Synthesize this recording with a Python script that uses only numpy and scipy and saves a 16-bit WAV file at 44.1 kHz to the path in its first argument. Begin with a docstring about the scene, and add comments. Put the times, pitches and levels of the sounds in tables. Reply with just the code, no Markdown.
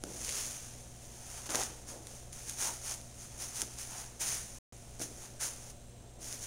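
"""Indoors, a small microphone close to a sneaker on a hard floor; an appliance hums throughout.
The toe lifts and the foot rocks on its heel over grit; at 1.5 s the sole comes down with a dull bump
and a creak. From 2 s fingers flick a loose lace and tug at the tongue: cloth rubs and ticks, the padded
upper and the sole answer dully. Near 4.6 s the sound cuts out for a moment. Then the tongue is set
straight and fingers slide along the collar."""
import sys
import numpy as np
from scipy import signal
from scipy.fft import rfft, irfft
from scipy.io import wavfile

SR = 44100
rng = np.random.default_rng(int(sys.argv[2]) if len(sys.argv) > 2 else 0)


def inscribe(sig):
    """Save sig as 16-bit PCM at rate SR to the path in sys.argv[1].

    A 1-D sig is mono; a 2-D sig holds one channel per row.
    Samples are clipped to [-1, 1] before scaling.
    """
    pcm = np.round(np.clip(np.atleast_2d(sig).T, -1, 1) * 32767)
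    wavfile.write(sys.argv[1], SR, pcm.astype(np.int16))


N = 285270

# mains hum, motor tones and a thin electronic whine: f/Hz, level/dB
HUM_TONES = [(58.8, -60.5), (120, -58.5), (176.5, -77), (217.5, -73), (240, -69), (360, -77.5),
             (479.5, -79.5), (563.5, -73.5), (588.5, -76.5), (683.5, -71.5), (708.5, -76.5), (734.5, -74),
             (7601, -80), (7655, -80), (8344, -80.5), (8403, -80.5)]
# spectra of the room's air and of slips in cloth, padded upper, rubber sole and grit: f/Hz, level/dB
AIR_SPECTRUM = [(12, 8.5), (30, 7), (70, 4), (150, -1), (300, -10), (700, -16), (1000, -20.5),
                (2000, -22.5), (4000, -20), (6500, -49), (10000, -45), (15500, -27)]
CLOTH_SPECTRUM = [(60, -15), (200, -1), (700, -3), (1400, 1), (2300, 2), (3900, 0.5), (5700, 0.5),
                  (10000, 1), (15500, -1)]
UPPER_SPECTRUM = [(200, -33.5), (500, -10), (680, 0), (850, 4), (1100, -3), (1400, -1.5), (2200, -7.5),
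                  (3500, -9.5), (12000, -50.5)]
SOLE_SPECTRUM = [(60, -21), (170, -13), (310, -1.5), (420, -1), (600, -1), (900, -9), (2000, -38.5),
                 (12000, -53)]
GRIT_SPECTRUM = [(400, -19.5), (1200, -6.5), (2000, -3.5), (2800, 0), (3800, -4.5), (5500, -10),
                 (12000, -27)]
# cloth shifting softly against hand and ankle between the moves: t/s, level/dB
CLOTH_SHIFTS = [(0, -69), (0.07, -57), (0.93, -63), (1.27, -56), (1.72, -58), (1.83, -64), (2.15, -61),
                (2.3, -67), (2.5, -57), (3.12, -62.5), (3.55, -53.5), (4.13, -64), (4.55, -57.5),
                (4.75, -64), (5.17, -61), (5.35, -63), (5.69, -57.5), (5.74, -70)]
# moves of the foot and pulls of the fingers, each sliding cloth and bending the upper:
# t/s, attack/s, hold/s, release/s per 20 dB, cloth level/dB, upper level/dB
MOVES = [(0.02, .33, .06, .37, -43, -66.5), (0.995, .02, .02, .15, -61, -80),
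         (1.14, .21, .045, .11, -54, -58.5), (1.455, .006, .008, .03, -50, -57),
         (1.491, .008, .045, .06, -45.5, -44.5), (1.540, .013, .07, .1, -42.5, -45),
         (1.855, .035, .008, .15, -51, -59), (2.06, .012, .1, .25, -60, -76),
         (2.318, .012, .09, .15, -54.5, -69.5), (2.43, .055, .025, .15, -49.5, -62.5),
         (2.555, .06, .045, .145, -39.3, -51), (2.785, .085, .05, .1, -45.3, -57),
         (3.16, .06, .02, .07, -53.5, -71), (3.365, .055, .018, .11, -45, -61),
         (3.52, .05, .05, .07, -45.5, -60), (3.76, .032, .015, .22, -47.5, -67),
         (3.83, .135, .045, .15, -50, -53.5), (4.19, .024, .012, .1, -39.4, -52.5),
         (4.225, .045, .065, .185, -41, -57), (4.985, .033, .004, .075, -42.3, -60),
         (5.09, .14, .025, .08, -55, -62), (5.39, .026, .04, .125, -41, -53.5),
         (5.67, .03, .008, .03, -57, -74), (6.18, .07, .09, .25, -49.5, -66),
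         (6.39, .04, .012, .12, -49, -64)]
# weight shifts that roll the sole on the floor: t/s, attack/s, hold/s, release/s per 20 dB, level/dB
SOLE_ROLLS = [(0.035, .02, .05, .25, -52), (0.26, .03, .03, .55, -58), (1.47, .04, .07, .36, -52.5),
              (1.84, .07, .07, .24, -55), (4.995, .015, .01, .4, -55.5), (5.38, .04, .02, .6, -58),
              (5.88, .15, .4, .3, -64)]
# the heel pivoting on grit: t/s, attack/s, hold/s, release/s per 20 dB, level/dB
HEEL_PIVOTS = [(0.22, .05, .06, .55, -54.5), (1.487, .008, .008, .06, -54), (1.54, .015, .005, .22, -50)]
# laces, seams and rubber snapping free: t/s, level/dB, centre f/Hz
SNAPS = [(.0380, -18.5, 4700), (.2484, -21, 4500), (.2924, -13.5, 1900), (.3556, -24, 6000),
         (1.4585, -33, 5000), (1.4930, -19, 750), (1.5054, -22, 3000), (1.5482, -7.5, 1150),
         (1.5562, -12, 6500), (1.6160, -19, 6500), (1.6353, -18.5, 6000), (2.0706, -24, 3300),
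         (2.3294, -26.5, 5000), (2.4963, -18, 3600), (2.8795, -24, 6000), (2.9123, -22, 5940),
         (2.9407, -21.5, 6000), (3.0144, -30, 6000), (3.6090, -21, 6000), (3.6180, -10, 7500),
         (3.7866, -25, 5060), (4.9955, -26, 5000), (5.0225, -24, 5000), (5.4116, -22, 4000),
         (6.3271, -22, 5000)]
# soft blows on the shoe: t/s, level/dB, low-pass f/Hz
BLOWS = [(.0383, -30.5, 700), (.0690, -38.5, 400), (1.4930, -37.5, 2480), (1.5482, -30, 2770),
         (1.5560, -35.5, 1500), (5.0005, -36, 900), (5.0150, -32, 700)]
# what the struck shoe rings with: f/Hz, level/dB, t60/s
SHOE_RESONANCES = [(195, -25.5, 0.096), (301, -18, 0.098), (370, -5, 0.026), (490, -10.5, 0.052),
                   (673, -8.5, 0.028), (780, -10.5, 0.018), (1430, -1.5, 0.0074)]
# the padding creaking where it is bent hard: middle t/s, half length/s, f/Hz, level/dB
PADDING_CREAKS = [(1.497, .005, 950, -41), (1.557, .035, 800, -45), (1.605, .02, 720, -42),
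                  (2.685, 0.031, 900, -46), (3.626, 0.014, 193, -46.5), (5.427, 0.024, 1480, -50.5)]
# the small microphone's response, with two treble resonances: f/Hz, level/dB
MIC_RESPONSE = [(4000, 0.5), (5000, 5), (5800, 11), (6450, 14.5), (7400, 8.5), (8000, 3), (8600, 7.5),
                (9600, 11), (10600, 3), (11800, -4.5), (13500, -1), (15500, -5.5)]
# tone of the room's reverberation: f/Hz, level/dB
ROOM_SPECTRUM = [(300, 9.5), (900, -4), (2500, -3.5), (10000, -11)]


def from_db(db):
    """Decibels to gain."""
    return 10 ** (np.asarray(db) / 20)


def rms_one(x):
    """Scale to unit rms."""
    return x / np.sqrt(np.mean(x ** 2) + 1e-20)


def drift(rate_hz):
    """A random wander of rms 1 that changes about rate_hz times a second."""
    pole = np.exp(-2 * np.pi * rate_hz / SR)
    wander = signal.lfilter([1], [1, -2 * pole, pole * pole], rng.standard_normal(N + SR))
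    return rms_one(wander[SR:])


def coloured(x, spectrum, size=8192):
    """Causal (minimum-phase) filter that follows rows of f/Hz, level/dB."""
    hz, db = np.transpose(spectrum)
    grid_hz = np.maximum(np.fft.rfftfreq(size, 1 / SR), 1)
    gain = from_db(np.interp(np.log(grid_hz), np.log(hz), db))
    cepstrum = irfft(np.log(gain))
    # folding the cepstrum onto positive time keeps the response from sounding early
    cepstrum[1:size // 2] *= 2
    cepstrum[size // 2 + 1:] = 0
    return signal.fftconvolve(x, irfft(np.exp(rfft(cepstrum))))[:N]


def ring(clicks, hz, t60):
    """Each click sets a decaying sine ringing."""
    decay, step = from_db(-60 / (t60 * SR)), 2 * np.pi * hz / SR
    return signal.lfilter([0, np.sin(step)], [1, -2 * decay * np.cos(step), decay ** 2], clicks + 1e-18)


def swells(rows, attack_power=1.3, settle_db=-16, settle_s_per_20db=.42):
    """Gain of a series of moves: each gathers speed, holds, dies away and settles; their powers add."""
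    t, power = np.arange(N) / SR, np.zeros(N)
    for start, attack, hold, release, db in rows:
        rise = np.clip((t - start) / attack, 0, 1) ** attack_power
        after = np.maximum(t - start - attack - hold, 0)
        fall_db = np.maximum(-20 * after / release, settle_db - 20 * after / settle_s_per_20db)
        power += (rise * from_db(db + fall_db)) ** 2
    return np.sqrt(power)


def friction(spectrum, slips_per_s, size_db, clump_db, clump_hz):
    """Tiny slips of uneven size that bunch up as a surface catches and lets go; rms 1."""
    slips = rng.random(N) < slips_per_s / SR
    sizes = from_db(size_db * np.minimum(rng.exponential(1, N), 4)) * rng.choice([-1, 1], N)
    clumps = from_db(clump_db * drift(clump_hz))
    return rms_one(coloured(slips * sizes * clumps, spectrum))


def room_tone(waver_rad=0.26, air_db=-55.5):
    """The appliance's slightly wavering hum over a dull rush of air and a faint hiss."""
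    t, hum = np.arange(N) / SR, np.zeros(N)
    for hz, db in HUM_TONES:
        phase = 2 * np.pi * (hz * t + rng.random()) + waver_rad * drift(rate_hz=1.03)
        hum += from_db(db) * np.sqrt(2) * np.sin(phase)
    air = rms_one(coloured(rng.standard_normal(N), AIR_SPECTRUM))
    return hum + from_db(air_db) * air


def rubbing(shift_bend_db=-8, sole_follows_db=-9, sole_rest_db=-65):
    """Fine fibre slips hiss, coarser ones sound in the upper and sole; grit crackles under the heel."""
    shifting = from_db(np.interp(np.arange(N) / SR, *np.transpose(CLOTH_SHIFTS)))
    slide = np.hypot(swells([(*timing, db) for *timing, db, _ in MOVES]), shifting)
    bend = np.hypot(swells([(*timing, db) for *timing, _, db in MOVES]), from_db(shift_bend_db) * shifting)
    # part of the upper's bending reaches the sole, which is never quite still
    flex = np.hypot(from_db(sole_follows_db) * bend, from_db(sole_rest_db))
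    roll = np.hypot(swells(SOLE_ROLLS), flex)
    pivot = swells(HEEL_PIVOTS)
    cloth = friction(CLOTH_SPECTRUM, slips_per_s=10000, size_db=3.3, clump_db=0.7, clump_hz=104)
    upper = friction(UPPER_SPECTRUM, slips_per_s=2500, size_db=1.0, clump_db=2.3, clump_hz=70)
    sole = friction(SOLE_SPECTRUM, slips_per_s=1500, size_db=4.0, clump_db=1.5, clump_hz=25)
    grit = friction(GRIT_SPECTRUM, slips_per_s=1200, size_db=3.5, clump_db=2.0, clump_hz=86)
    return slide * cloth + bend * upper + roll * sole + pivot * grit


def ticks(fibres_db=-14.5, fibres_s=0.00078, band_ratio=3.7, top_hz=12000, size=512):
    """Each snap is one click and a millisecond of fibres settling; rubber clicks duller than lace."""
    out, age = np.zeros(N + size), np.arange(size) / SR
    for start, db, hz in SNAPS:
        snap = from_db(fibres_db) * rng.standard_normal(size) * np.exp(-age / fibres_s)
        snap[0] = 1   # the click itself
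        band = signal.butter(2, [hz / band_ratio, min(hz * band_ratio, top_hz)], "band", fs=SR)
        at = round(start * SR)
        out[at:at + size] += from_db(db) * signal.lfilter(*band, snap)
    return out[:N]


def bumps(spread_db=2.1, low_cut_hz=170):
    """A soft push strikes all resonances of the shoe, a little differently each time."""
    pushes = np.zeros((len(BLOWS), N))
    for k, (start, db, soft_hz) in enumerate(BLOWS):
        push = from_db(db) * signal.unit_impulse(N, round(start * SR))
        pushes[k] = signal.lfilter(*signal.butter(1, soft_hz, fs=SR), push + 1e-18)
    strengths = from_db(rng.normal(0, spread_db, (len(BLOWS), len(SHOE_RESONANCES))))
    ringing = sum(from_db(db) * ring(strength @ pushes, hz, t60)
                  for strength, (hz, db, t60) in zip(strengths.T, SHOE_RESONANCES))
    # a body this small radiates little bass
    return signal.lfilter(*signal.butter(2, low_cut_hz, "high", fs=SR), ringing)


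def creaks(slips_per_s=1500, t60_s=0.012):
    """A short swell of slips keeps one hollow resonance of the padding ringing."""
    t, out = np.arange(N) / SR, np.zeros(N)
    for middle, half_s, hz, db in PADDING_CREAKS:
        slips = (rng.random(N) < slips_per_s / SR) * rng.standard_normal(N)
        hollow = signal.lfilter([1, -1], [1], ring(slips, hz, t60_s))
        swell = np.exp(-((t - middle) / half_s) ** 2)
        out += from_db(db) * swell * rms_one(hollow)
    return out


def reverberation(x, t60_s=0.47, first_echo_s=0.013):
    """Hard walls send a diffuse tail back to the microphone, weaker in the treble."""
    age = np.arange(SR) / SR
    tail = rng.standard_normal(SR) * from_db(-60 * age / t60_s) * (age > first_echo_s)
    wet = signal.fftconvolve(x, tail / np.linalg.norm(tail))[:N]
    return coloured(wet, ROOM_SPECTRUM)


def scene(reverb_db=-12.5):
    """The shoe close up, the walls and the room tone behind it; mono."""
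    shoe = rubbing() + creaks() + ticks() + bumps()
    return (shoe + from_db(reverb_db) * reverberation(shoe) + room_tone())[None]


def record(dry, dropout_s=(4.586, 4.724), top_hz=15750):
    """The small microphone lifts the treble, the signal drops out once, the top is cut."""
    t = np.arange(N) / SR
    live = (t < dropout_s[0]) | (t > dropout_s[1])
    top_cut = signal.ellip(12, .1, 80, top_hz, fs=SR, output="sos")
    return signal.sosfilt(top_cut, coloured(dry[0], MIC_RESPONSE) * live)[None]


dry = scene()
out = record(dry)
inscribe(out)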